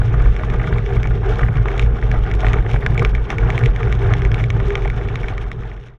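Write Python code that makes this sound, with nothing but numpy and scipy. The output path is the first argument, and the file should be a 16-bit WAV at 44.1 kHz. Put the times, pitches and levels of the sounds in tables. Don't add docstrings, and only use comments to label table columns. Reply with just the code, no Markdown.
import sys
import numpy as np
from scipy import signal
from scipy.fft import rfft, irfft
from scipy.io import wavfile
from scipy.ndimage import uniform_filter1d

SR = 44100
rng = np.random.default_rng(int(sys.argv[2]) if len(sys.argv) > 2 else 0)


def wav_out(sig):
    wavfile.write(sys.argv[1], SR, np.round(np.clip(np.atleast_2d(sig).T, -1, 1) * 32767).astype(np.int16))


N = 263718
TIME = np.arange(N) / SR
NOISE_HZ = np.fft.rfftfreq(N, 1 / SR)
EDGE_HZ = 15000

# centre t/s, width at half power/s, fork level/dB and frame level/dB before trim
SWELLS = [(0.004, 0.04, -14.5, -30), (0.09, 0.028, -36, -15), (0.184, 0.086, -18, -38),
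          (0.263, 0.078, -10, -26), (0.53, 0.1, -18.5, -20.5), (0.617, 0.062, -15, -34),
          (0.735, 0.1, -34.5, -15), (0.965, 0.063, -15, -15.5), (1.135, 0.098, -17, -19),
          (1.323, 0.065, -17, -20.5), (1.44, 0.04, -14, -15), (1.499, 0.024, -27, -10.5),
          (1.589, 0.057, -17, -16.5), (1.843, 0.061, -13, -27), (1.932, 0.03, -14, -19.5),
          (2.046, 0.022, -13.5, -19), (2.166, 0.11, -14, -25), (2.358, 0.057, -15.5, -19),
          (2.479, 0.031, -14, -21), (2.57, 0.18, -15.5, -19), (2.748, 0.035, -15.5, -13.5),
          (2.913, 0.082, -20, -15), (3.02, 0.043, -23, -12.5), (3.078, 0.045, -13.5, -30),
          (3.184, 0.12, -16.5, -36), (3.46, 0.094, -17.5, -17), (3.645, 0.039, -23, -12),
          (3.701, 0.028, -13.5, -30), (3.863, 0.061, -19, -20), (3.94, 0.037, -15, -28),
          (4.068, 0.03, -37, -12.5), (4.134, 0.063, -18, -15), (4.262, 0.03, -13.5, -28),
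          (4.42, 0.11, -22, -20), (4.584, .06, -21.5, -23), (4.79, 0.2, -21, -32), (5.05, 0.22, -30, -21.5),
          (5.378, 0.072, -26, -32), (5.516, 0.039, -18.5, -32)]
# t/s, level/dB before trim
FRAME_DRONE = [(0, -16.5), (0.4, -21.5), (0.9, -23), (2.2, -21), (3.03, -21), (3.16, -26.5), (3.4, -20),
               (4.6, -18), (4.8, -25), (5.05, -23), (5.9, -23)]


def swells(fork_idle_db=-22, fork_throb_db=4.5, frame_throb_db=3, throb_hz=9.4):
    power = 0
    for s, width_s, *levels_db in SWELLS:
        swell = np.exp(-np.log(16) * ((TIME - s) / width_s) ** 2)
        power = power + np.outer(gain_of(levels_db) ** 2, swell)
    fork_swell, frame_swell = np.sqrt(power)
    fork_idle = gain_of(fork_idle_db + fork_throb_db * np.tanh(wander(throb_hz)))
    frame_idle = follow(FRAME_DRONE) * gain_of(frame_throb_db * np.tanh(wander(throb_hz)))
    return np.hypot(fork_swell, fork_idle), np.hypot(frame_swell, frame_idle)


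# f/Hz, half-width at -6 dB/Hz, relative level/dB
FORK = [(28.1, 10, -7.5), (39.8, 20, -7), (52.3, 14, -7)]
FRAME = [(99.4, 37, -10), (127.3, 16.3, -7.5), (154, 25, -21)]
# f/Hz, relative level/dB
RUMBLE_COLOUR = [(13, -18), (23, -7.5), (50, 5.5), (72, -3), (100, 7.5), (150, -7), (180, -5), (220, -1),
                 (255, -15), (350, -6), (550, -11), (1000, -64)]


def bike(shake, drone, fork_hz=50.42, frame_hz=113.83, fork_loose_db=-3.0, fork_top_hz=63):
    fork_tone = sway(fork_hz, drift_hz=2.66, rate_hz=4.1)
    fork_noise = gain_of(fork_loose_db) * shaken(FORK, steadiness=0.73, memory_s=0.018)
    fork = shake * evened(fork_tone + fork_noise)
    fork = signal.sosfiltfilt(signal.butter(6, fork_top_hz, fs=SR, output="sos"), fork, padtype=None)
    frame_tone = sway(frame_hz, drift_hz=2.77, rate_hz=5.15)
    frame = drone * evened(frame_tone + shaken(FRAME, steadiness=0.56, memory_s=0.056))
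    ground = (shake * drone) ** 0.25 * evened(shaped_noise(gain_of(read(RUMBLE_COLOUR, NOISE_HZ))))
    return gain_of(0.96) * fork + gain_of(-2.0) * frame + gain_of(-21.0) * ground


# start t/s, length/s, knob hum level/dB before trim, casing ring level/dB
GRIPS = [(0.544, 0.053, -34, -33), (0.688, 0.11, -47, -32.5), (0.838, 0.14, -27.5, -33.5),
         (1.154, 0.16, -32.5, -35.5), (1.261, 0.053, -32, -28), (1.383, 0.065, -44, -29),
         (1.647, 0.19, -30.5, -36.5), (2.425, .16, -35, -31), (2.715, 0.25, -50, -36),
         (2.976, 0.087, -25, -29), (3.378, 0.3, -32, -29.5), (3.797, 0.16, -33, -32),
         (3.99, 0.14, -26.5, -35), (4.221, 0.045, -25, -45), (4.6, 0.28, -27.5, -37),
         (4.675, 0.071, -24.5, -42), (4.958, 0.18, -38, -35.5)]


def grips(crust_db, idle_db=-38.5, edge_s=0.013, hum_per_crust=0.4):
    grip = sum(np.outer(gain_of(dbs), stretch(s, length_s, edge_s)) for s, length_s, *dbs in GRIPS)
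    return np.hypot(grip, gain_of(idle_db + hum_per_crust * crust_db))


# f/Hz, half-width at -6 dB/Hz, relative level/dB
TREAD = [(398, 40, -1), (426.5, 38, 3.5), (466, 5.6, 5.5), (464.6, 21, 3)]


def tread(hum, ring, knob_hz=398.5, sway_hz=11.0, waver_db=0.5):
    slaps = np.cumsum(knob_hz + sway_hz * wander(rate_hz=35.0)) / SR
    tone = evened(np.sin(2 * np.pi * slaps))
    level = hum * gain_of(-4.0 + waver_db * wander(rate_hz=6.8))
    return level * tone + ring * shaken(TREAD, steadiness=0.27, memory_s=0.18)


# start t/s, length/s, change of crunch level/dB, change of powder fizz level/dB
CRUST = [(0.0, 0.17, 2, 2.5), (0.177, 0.1, 4.5, 4.5), (0.395, 0.05, 1, 2), (0.47, 0.32, 3.5, 3.5),
         (0.884, 0.09, 3.5, 4), (1.225, 0.12, 5.5, 6.5), (1.362, 0.13, 4.5, 4.5), (1.669, 0.15, 8, 4.5),
         (2.024, 0.16, 3.5, 3), (2.252, 0.1, 6, -6), (2.382, 0.21, 6, 7), (2.647, 0.14, 3, 4),
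         (2.813, 0.11, 2.5, 3), (2.974, 0.1, 6, 2), (3.298, 0.044, 8, 6), (3.39, 0.31, 6, 4.5),
         (3.783, 0.18, 3.5, 3.5), (3.99, 0.14, 7, 6), (4.153, 0.12, 6, 3), (4.324, 0.1, 4, 4),
         (4.548, 0.26, 4, 4), (4.95, 0.48, 3, 4), (5.607, 0.44, 2, 5.5)]


def crust(soft_snow_db=-36.5, edge_s=0.024, uneven_db=1.3):
    crust_db, fizz_db = sum(np.outer(dbs, stretch(s, length_s, edge_s)) for s, length_s, *dbs in CRUST)
    crunch = gain_of(soft_snow_db + crust_db + uneven_db * wander(rate_hz=13))
    return crunch, crust_db, fizz_db


# f/Hz, relative level/dB
CRUNCH_COLOUR = [(100, -2), (300, 7.5), (550, -5), (800, -2), (950, -2), (1700, -0.5), (2300, -12.5),
                 (2700, -13.5), (3600, -19.5), (4400, -38), (6200, -35.5), (8000, -51.5), (15000, -77.5)]


def studs(crunch, clumps):
    bites = patter(per_s=2200, spread_db=0.0) * gain_of(1.28 * clumps)
    sound = signal.oaconvolve(bites, case_ring(CRUNCH_COLOUR))[:N]
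    sound /= band(sound, 550, 1600).std()
    return gain_of(-4.0) * crunch * sound


def crackle(crunch, plates_db=-7.0, chips_db=-22.5):
    plates = snaps(lo_hz=770, hi_hz=2448, per_s=330, cycles=4.3, spread_db=2.5)
    chips = snaps(lo_hz=2080, hi_hz=6770, per_s=170, cycles=2.6, spread_db=3.0)
    plates = gain_of(plates_db) * evened(band(plates, 460, 1700))
    chips = gain_of(chips_db) * evened(band(chips, 1500, 3270))
    return crunch * (plates + chips)


# t/s, length/s, level/dB before trim, pitch f/Hz
LUMPS = [(0.015, 0.0039, -24.5, 990), (0.138, 0.0065, -25.5, 1150), (0.199, 0.011, -29, 1390),
         (0.394, 0.0032, -25.5, 1610), (0.41, 0.0031, -27, 895), (0.433, 0.0068, -25, 1290),
         (0.495, 0.0025, -32, 1750), (0.537, 0.014, -27.5, 1060), (0.596, 0.011, -28, 1810),
         (0.614, 0.008, -28, 1530), (0.639, 0.0077, -27, 1760), (0.673, 0.0051, -24, 1340),
         (0.726, 0.0042, -22.5, 1490), (0.758, 0.012, -30, 1210), (0.903, 0.013, -30, 880),
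         (0.923, 0.004, -29.5, 1800), (1.051, 0.0093, -27.5, 1030), (1.106, 0.018, -32, 1420),
         (1.392, 0.0053, -20.5, 1500), (1.406, 0.019, -27.5, 1050), (1.43, 0.0087, -21.5, 1780),
         (1.482, 0.0088, -26.5, 1580), (1.566, 0.0039, -29.5, 1210), (1.578, 0.011, -30, 1530),
         (1.655, 0.0032, -19, 1200), (1.714, 0.0034, -28, 1560), (2.025, 0.0031, -23.5, 1780),
         (2.138, 0.013, -27.5, 910), (2.158, 0.008, -31, 1500), (2.252, 0.0058, -35, 1950),
         (2.428, 0.013, -24, 940), (2.445, 0.0079, -20, 1630), (2.537, 0.0078, -21, 1250),
         (2.563, 0.0044, -28, 1330), (2.584, 0.0026, -25.5, 2050), (2.648, 0.005, -29, 1300),
         (2.663, 0.0027, -24.5, 1660), (2.74, 0.0066, -23, 850), (2.76, 0.005, -23, 1570),
         (2.822, 0.011, -31, 1840), (2.952, 0.011, -29.5, 1300), (3.018, 0.0084, -21, 1100),
         (3.177, 0.0066, -31.5, 1570), (3.327, 0.003, -25.5, 1310), (3.431, 0.009, -28.5, 1260),
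         (3.493, 0.0047, -23.5, 900), (3.606, 0.016, -28.5, 1370), (3.629, 0.005, -28, 1850),
         (3.803, 0.013, -27.5, 1130), (3.87, 0.0067, -27, 1210), (4.016, 0.009, -32, 1960),
         (4.058, 0.008, -29, 1700), (4.399, 0.009, -31, 1790), (4.597, 0.0074, -42, 1970),
         (4.853, 0.0065, -22.5, 970), (5.241, 0.0062, -25.5, 1640)]
# f/Hz, relative level/dB
LUMP_COLOUR = [(300, 5), (550, -3), (900, -2), (2000, 0), (2700, -12), (3600, -12.5), (4400, -39.5),
               (6200, -37), (15000, -72.5)]


def lumps(level_db=-1.5, focus_db=11, focus_hz=400, crumble_s=0.0012, delay_s=0.000796):
    out, t = np.zeros(N), TIME[:1024]
    ring = case_ring(LUMP_COLOUR)
    hz = np.fft.rfftfreq(len(ring), 1 / SR)
    delayed = rfft(ring) * np.exp(-2j * np.pi * hz * delay_s)
    chances = rng.standard_normal((len(LUMPS), len(t)))
    for (s, length_s, db, pitch_hz), chance in zip(LUMPS, chances):
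        focus = gain_of(focus_db / (1 + ((hz - pitch_hz) / focus_hz) ** 2))
        run = np.exp(-np.maximum(t - 0.62 * length_s, 0) / crumble_s)
        burst = signal.fftconvolve(chance * abs(chance) * run, irfft(delayed * focus))
        burst *= np.sqrt(abs(length_s) * SR) / np.linalg.norm(band(burst, 690, 2400))
        add(out, s, gain_of(db + level_db) * burst)
    return out


# t/s, level over 3 ms/dB, weight of the dull part/dB before dull_db, hardness/dB
TICKS = [(0.2562, -31, 17, 0), (0.3637, -28.5, -2, 3.5), (0.5, -29.5, -10, 0), (0.6716, -31, 2, -5),
         (0.783, -27, 2, -2), (0.8623, -29.5, 4, -4), (0.9659, -28.5, 13, -5), (1.0305, -26, 1, 3),
         (1.041, -27, 6, -12), (1.059, -37, -6, -2), (1.072, -30.5, 4, 4), (1.3562, -35, -10, 9),
         (1.5556, -31, -3, -4), (1.57, -31.5, 1, 3), (1.6841, -24, -3, -15), (1.778, -31, -2, 12),
         (1.7945, -18, 5, 1), (1.826, -28.0, -7, -7), (2.1145, -22.5, 5, -1), (2.3133, -24.5, 3, -4),
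         (2.338, -31, 2, 6), (2.4048, -32, -8, 15), (2.4663, -19.5, 13, -6), (2.4839, -26.5, 7, 2),
         (2.532, -22, 2, 2), (2.701, -32, -8, 0), (2.714, -32, -8, 6), (2.7335, -32, -4, 9),
         (2.8628, -14, 10, 2), (2.977, -18, -10, -7.5), (2.994, -20, -16, -3), (3.0484, -15.5, 12, 1),
         (3.1497, -21.5, 5, -3), (3.3027, -19.5, -15, -0.5), (3.3829, -20, 9, 1), (3.5022, -19.5, -1, 1),
         (3.5487, -35, 0, -1), (3.578, -18.0, 1, -2), (3.6361, -22.5, 15, 3), (3.659, -20.5, -8, -2),
         (3.761, -27, -9, -3), (3.83, -24, 5, -5), (3.925, -21.5, 16, 3), (3.951, -38, -3, 12),
         (4.1364, -18.5, 8.5, 1.5), (4.1673, -38, -7, 12), (4.2192, -25.5, 5, -2), (4.25, -22, -4, -5),
         (4.316, -25, 6, 0), (4.343, -23, -14, 0), (4.38, -29, 0, -14), (4.4088, -32.5, -5, -6),
         (4.439, -23, -3, -2.5), (4.5025, -21.0, 11, 4), (4.6008, -29, -7, -7), (4.7041, -23, 15, -4),
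         (4.7535, -17, 3.5, -1.5), (4.776, -31, -2, -10), (4.8202, -32, -10, 0), (4.8491, -27.5, -2, -7),
         (4.8765, -26, 13, 3), (4.9, -24, 7, -1), (5.013, -32, 8, -11), (5.086, -27.5, -7, -5),
         (5.156, -21.5, 14, 5), (5.232, -27, -2, -5), (5.2835, -22.5, 7, 0.5), (5.379, -23, 15, -1.5),
         (5.5154, -21.5, 13, 2), (5.634, -31.5, -8, -12), (5.715, -27.5, -4, -10), (5.776, -36, -1, -2),
         (5.884, -31, -3, -1)]
# f/Hz, relative level/dB
TICK_COLOUR = [(100, -39), (500, -26), (800, -42.5), (1100, -11.5), (1500, -13.5), (1800, 1.5), (2300, 0.5),
               (2550, -5), (3600, -8.5), (4400, -25.5), (6500, -22.5), (8000, -35.5), (11000, -44),
               (15000, -53.5)]


def ticks(grains, rebound_s=0.00083, rebound=0.3, dull_db=3, spot_db=2.0, size_spread=0.074,
          ringing=0.99, ring_spread=0.35, shatter_db=-6, shatter_s=0.0022, splinter_hz=3500,
          crumbs_db=-12, crumbs_s=0.004, delay_s=0.000997):
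    out, t = np.zeros(N), TIME[:1024]
    spots_hz = np.geomspace(600, 14000, num=20)
    hz = np.fft.rfftfreq(2 * len(t), 1 / SR)
    chances = rng.standard_normal((len(grains), 3 + len(spots_hz)))
    shards = rng.standard_normal((len(grains), len(t))) * np.exp(-t / shatter_s)
    crumbs = rng.standard_normal((len(grains), len(t))) ** 3 * np.exp(-t / crumbs_s)
    for (s, db, weight_db, hard_db), chance, bits, scatter in zip(grains, chances, shards, crumbs):
        late, size, near, *spot = chance
        stretched = 1 + size_spread * np.tanh(size)
        colour = [(f * stretched, level) for f, level in TICK_COLOUR]
        ring = case_ring(colour, ringing + ring_spread * np.tanh(near))
        dull = (weight_db + dull_db) / (1 + (hz / 1650) ** 8)
        hard = hard_db * hz ** 8 / (hz ** 8 + 2550. ** 8)
        gain = gain_of(dull + hard + spot_db * np.interp(hz, spots_hz, spot))
        tap = irfft(rfft(ring) * gain * np.exp(-2j * np.pi * hz * delay_s))
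        blows = gain_of(shatter_db) * band(bits / np.linalg.norm(bits), splinter_hz, EDGE_HZ)
        add(blows, 0, [1])
        add(blows, rebound_s, gain_of(crumbs_db) * scatter / np.linalg.norm(scatter))
        add(blows, rebound_s * (1 + 0.51 * np.tanh(late)), [rebound])
        tick = signal.fftconvolve(blows, tap)
        tick *= np.sqrt(0.003 * SR) / np.linalg.norm(band(tick, 1500, 9000))
        add(out, s, gain_of(db) * tick)
    return out


def stray_grains(level_db=-38, count=14):
    spreads_db = rng.standard_normal((count, 3)) * [2, 4, 3]
    times = (np.arange(count) + rng.random(count)) * TIME[-1] / count
    return [(s, level_db + force_db, *colour_db) for s, (force_db, *colour_db) in zip(times, spreads_db)]


# f/Hz, relative level/dB
POWDER_COLOUR = [(300, 0), (900, 11), (2200, -5), (2700, 0), (3600, -2), (4400, -18.5), (6200, -14.5),
                 (7800, -28.5), (10300, -29), (11500, -42.5), (15000, -55.5)]


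def powder(fizz_db, clumps, level_db=-50.0):
    grains = snaps(lo_hz=1830, hi_hz=14700, per_s=3500, cycles=1.68, spread_db=-2)
    grains = grains * gain_of(2.5 * clumps + 3.4 * wander(rate_hz=25))
    sound = signal.oaconvolve(grains, case_ring(POWDER_COLOUR, ringing=0.75))[:N]
    return gain_of(level_db + fizz_db) * evened(sound)


# f/Hz, relative level/dB
SPRAY_COLOUR = [(500, -22), (2200, -2.5), (3600, 3.5), (4500, -4.5), (6500, -8), (8000, -14), (10300, -20),
                (12000, -21.5), (14000, -34.5), (15500, -52.5)]


def spray(crunch, clumps):
    pricks = patter(per_s=90, spread_db=-0.5) * gain_of(5.4 * np.tanh(clumps))
    return gain_of(-33) * crunch * evened(signal.oaconvolve(pricks, case_ring(SPRAY_COLOUR))[:N])


# t/s, level over 2 ms/dB before trim
SPLINTERS = [(0.223, -42), (0.9147, -50), (0.9366, -44), (0.96, -44), (1.295, -48.5), (1.7848, -49),
             (1.818, -46), (2.301, -48), (2.352, -39), (2.715, -51), (2.946, -41), (3.027, -39),
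             (3.484, -50), (3.5912, -37), (3.651, -47), (4.0273, -44), (4.6837, -41)]


def splinters(level_db=-0.5, bright_db=3):
    out = np.zeros(N)
    colour = [(f, db + bright_db * np.tanh((f - 8000) / 3000)) for f, db in SPRAY_COLOUR]
    prick = case_ring(colour)
    prick *= np.sqrt(0.002 * SR) / np.linalg.norm(prick)
    for s, db in SPLINTERS:
        add(out, s, gain_of(db + level_db) * prick)
    return out


# f/Hz, full width at half the lift/Hz, lift level/dB before ringing scales it
CASE = [(627.7, 46, 11.5), (734.4, 99, 10.5), (860, 110, 6), (934, 39, -14.5), (1210, 38, 7),
        (1338, 18, -4), (1437, 43, 6.5), (2261, 190, 8.5), (2900, 53, -3.5), (3914, 44, -18), (4040, 59, 3),
        (5470, 110, 9.5), (6800, 150, -3), (7160, 240, 5)]


def case_ring(colour, ringing=1, size=4096):
    hz = abs(np.fft.fftfreq(size, 1 / SR))
    lifts_db = sum(lift / (1 + (2 * (hz - f) / width) ** 2) for f, width, lift in CASE)
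    log_gain = np.log(gain_of(read(colour, hz) + ringing * lifts_db))
    ring = np.fft.ifft(np.exp(np.conj(signal.hilbert(log_gain)))).real[:size // 2]
    return ring * np.hanning(size)[size // 2:] / abs(ring).max()


def sway(hz, drift_hz, rate_hz):
    return evened(np.sin(2 * np.pi * np.cumsum(hz + drift_hz * wander(rate_hz)) / SR))


def shaken(modes, steadiness, memory_s):
    power = sum(gain_of(db) ** 2 / (1 + ((NOISE_HZ - f) / width) ** 2) ** 2 for f, width, db in modes)
    swing = shaped_noise(np.sqrt(power))
    energy = abs(uniform_filter1d(abs(signal.hilbert(swing)) ** 2, int(memory_s * SR) + 1))
    return evened(swing / (energy + 1e-20) ** (np.clip(steadiness, 0, 1) / 2))


def snaps(lo_hz, hi_hz, per_s, cycles, spread_db, count=36):
    out, t = np.zeros(N), TIME[:1024]
    for hz in np.geomspace(lo_hz, hi_hz, count):
        age = t * hz / cycles
        snap = hz * age * np.exp(-2 * age) * np.sin(2 * np.pi * hz * t)
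        out += signal.oaconvolve(patter(per_s / count, spread_db), snap)[:N]
    return evened(out)


def patter(per_s, spread_db):
    size = gain_of(spread_db * np.minimum(rng.exponential(1, N), 4))
    return size * rng.choice([-1, 1], N) * (rng.random(N) < per_s / SR)


def stretch(start_s, length_s, edge_s):
    return np.clip(.5 + np.minimum(TIME - start_s, start_s + length_s - TIME) / edge_s, 0, 1)


def wander(rate_hz):
    return evened(shaped_noise(np.exp(-(NOISE_HZ / rate_hz) ** 2) * (NOISE_HZ > 2)))


def shaped_noise(amplitude):
    return irfft(rfft(rng.standard_normal(N)) * amplitude, N)


def band(x, lo_hz, hi_hz):
    return signal.sosfilt(signal.butter(2, [lo_hz, min(hi_hz, SR / 2 - 1)], "band", fs=SR, output="sos"), x)


def gain_of(db):
    return 10 ** (np.asarray(db) / 20)


def evened(x):
    return x / np.sqrt(np.mean(x ** 2) + 1e-20)


def read(points, hz):
    f, value = np.transpose(points)
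    return np.interp(np.log(hz + 1), np.log(f + 1), value)


def follow(curve):
    return gain_of(np.interp(TIME, *np.transpose(curve)))


def add(mix, s, sound):
    part = mix[max(round(s * SR), 0):][:len(sound)]
    part += sound[:len(part)]


def scene():
    shake, drone = swells()
    crunch, crust_db, fizz_db = crust()
    hum, ring = grips(crust_db)
    clumps = wander(rate_hz=120)
    snow = studs(crunch, clumps) + crackle(crunch) + lumps()
    loose = powder(fizz_db, clumps) + spray(crunch, clumps) + splinters()
    ice = ticks(list(TICKS) + stray_grains())
    return (bike(shake, drone) + tread(hum, ring) + snow + ice + loose)[None]


def record(dry, fade_start_s=4.62, fade_power=0.82):
    left = np.clip((TIME[-1] - TIME) / (TIME[-1] - fade_start_s), 0, 1)
    fade = np.sin(np.pi / 2 * left) ** fade_power
    lowpass = signal.firwin(255, EDGE_HZ, window=("kaiser", 9), fs=SR)
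    return signal.oaconvolve(dry * fade, lowpass[None], "same")


dry = scene()
out = record(dry)
wav_out(out)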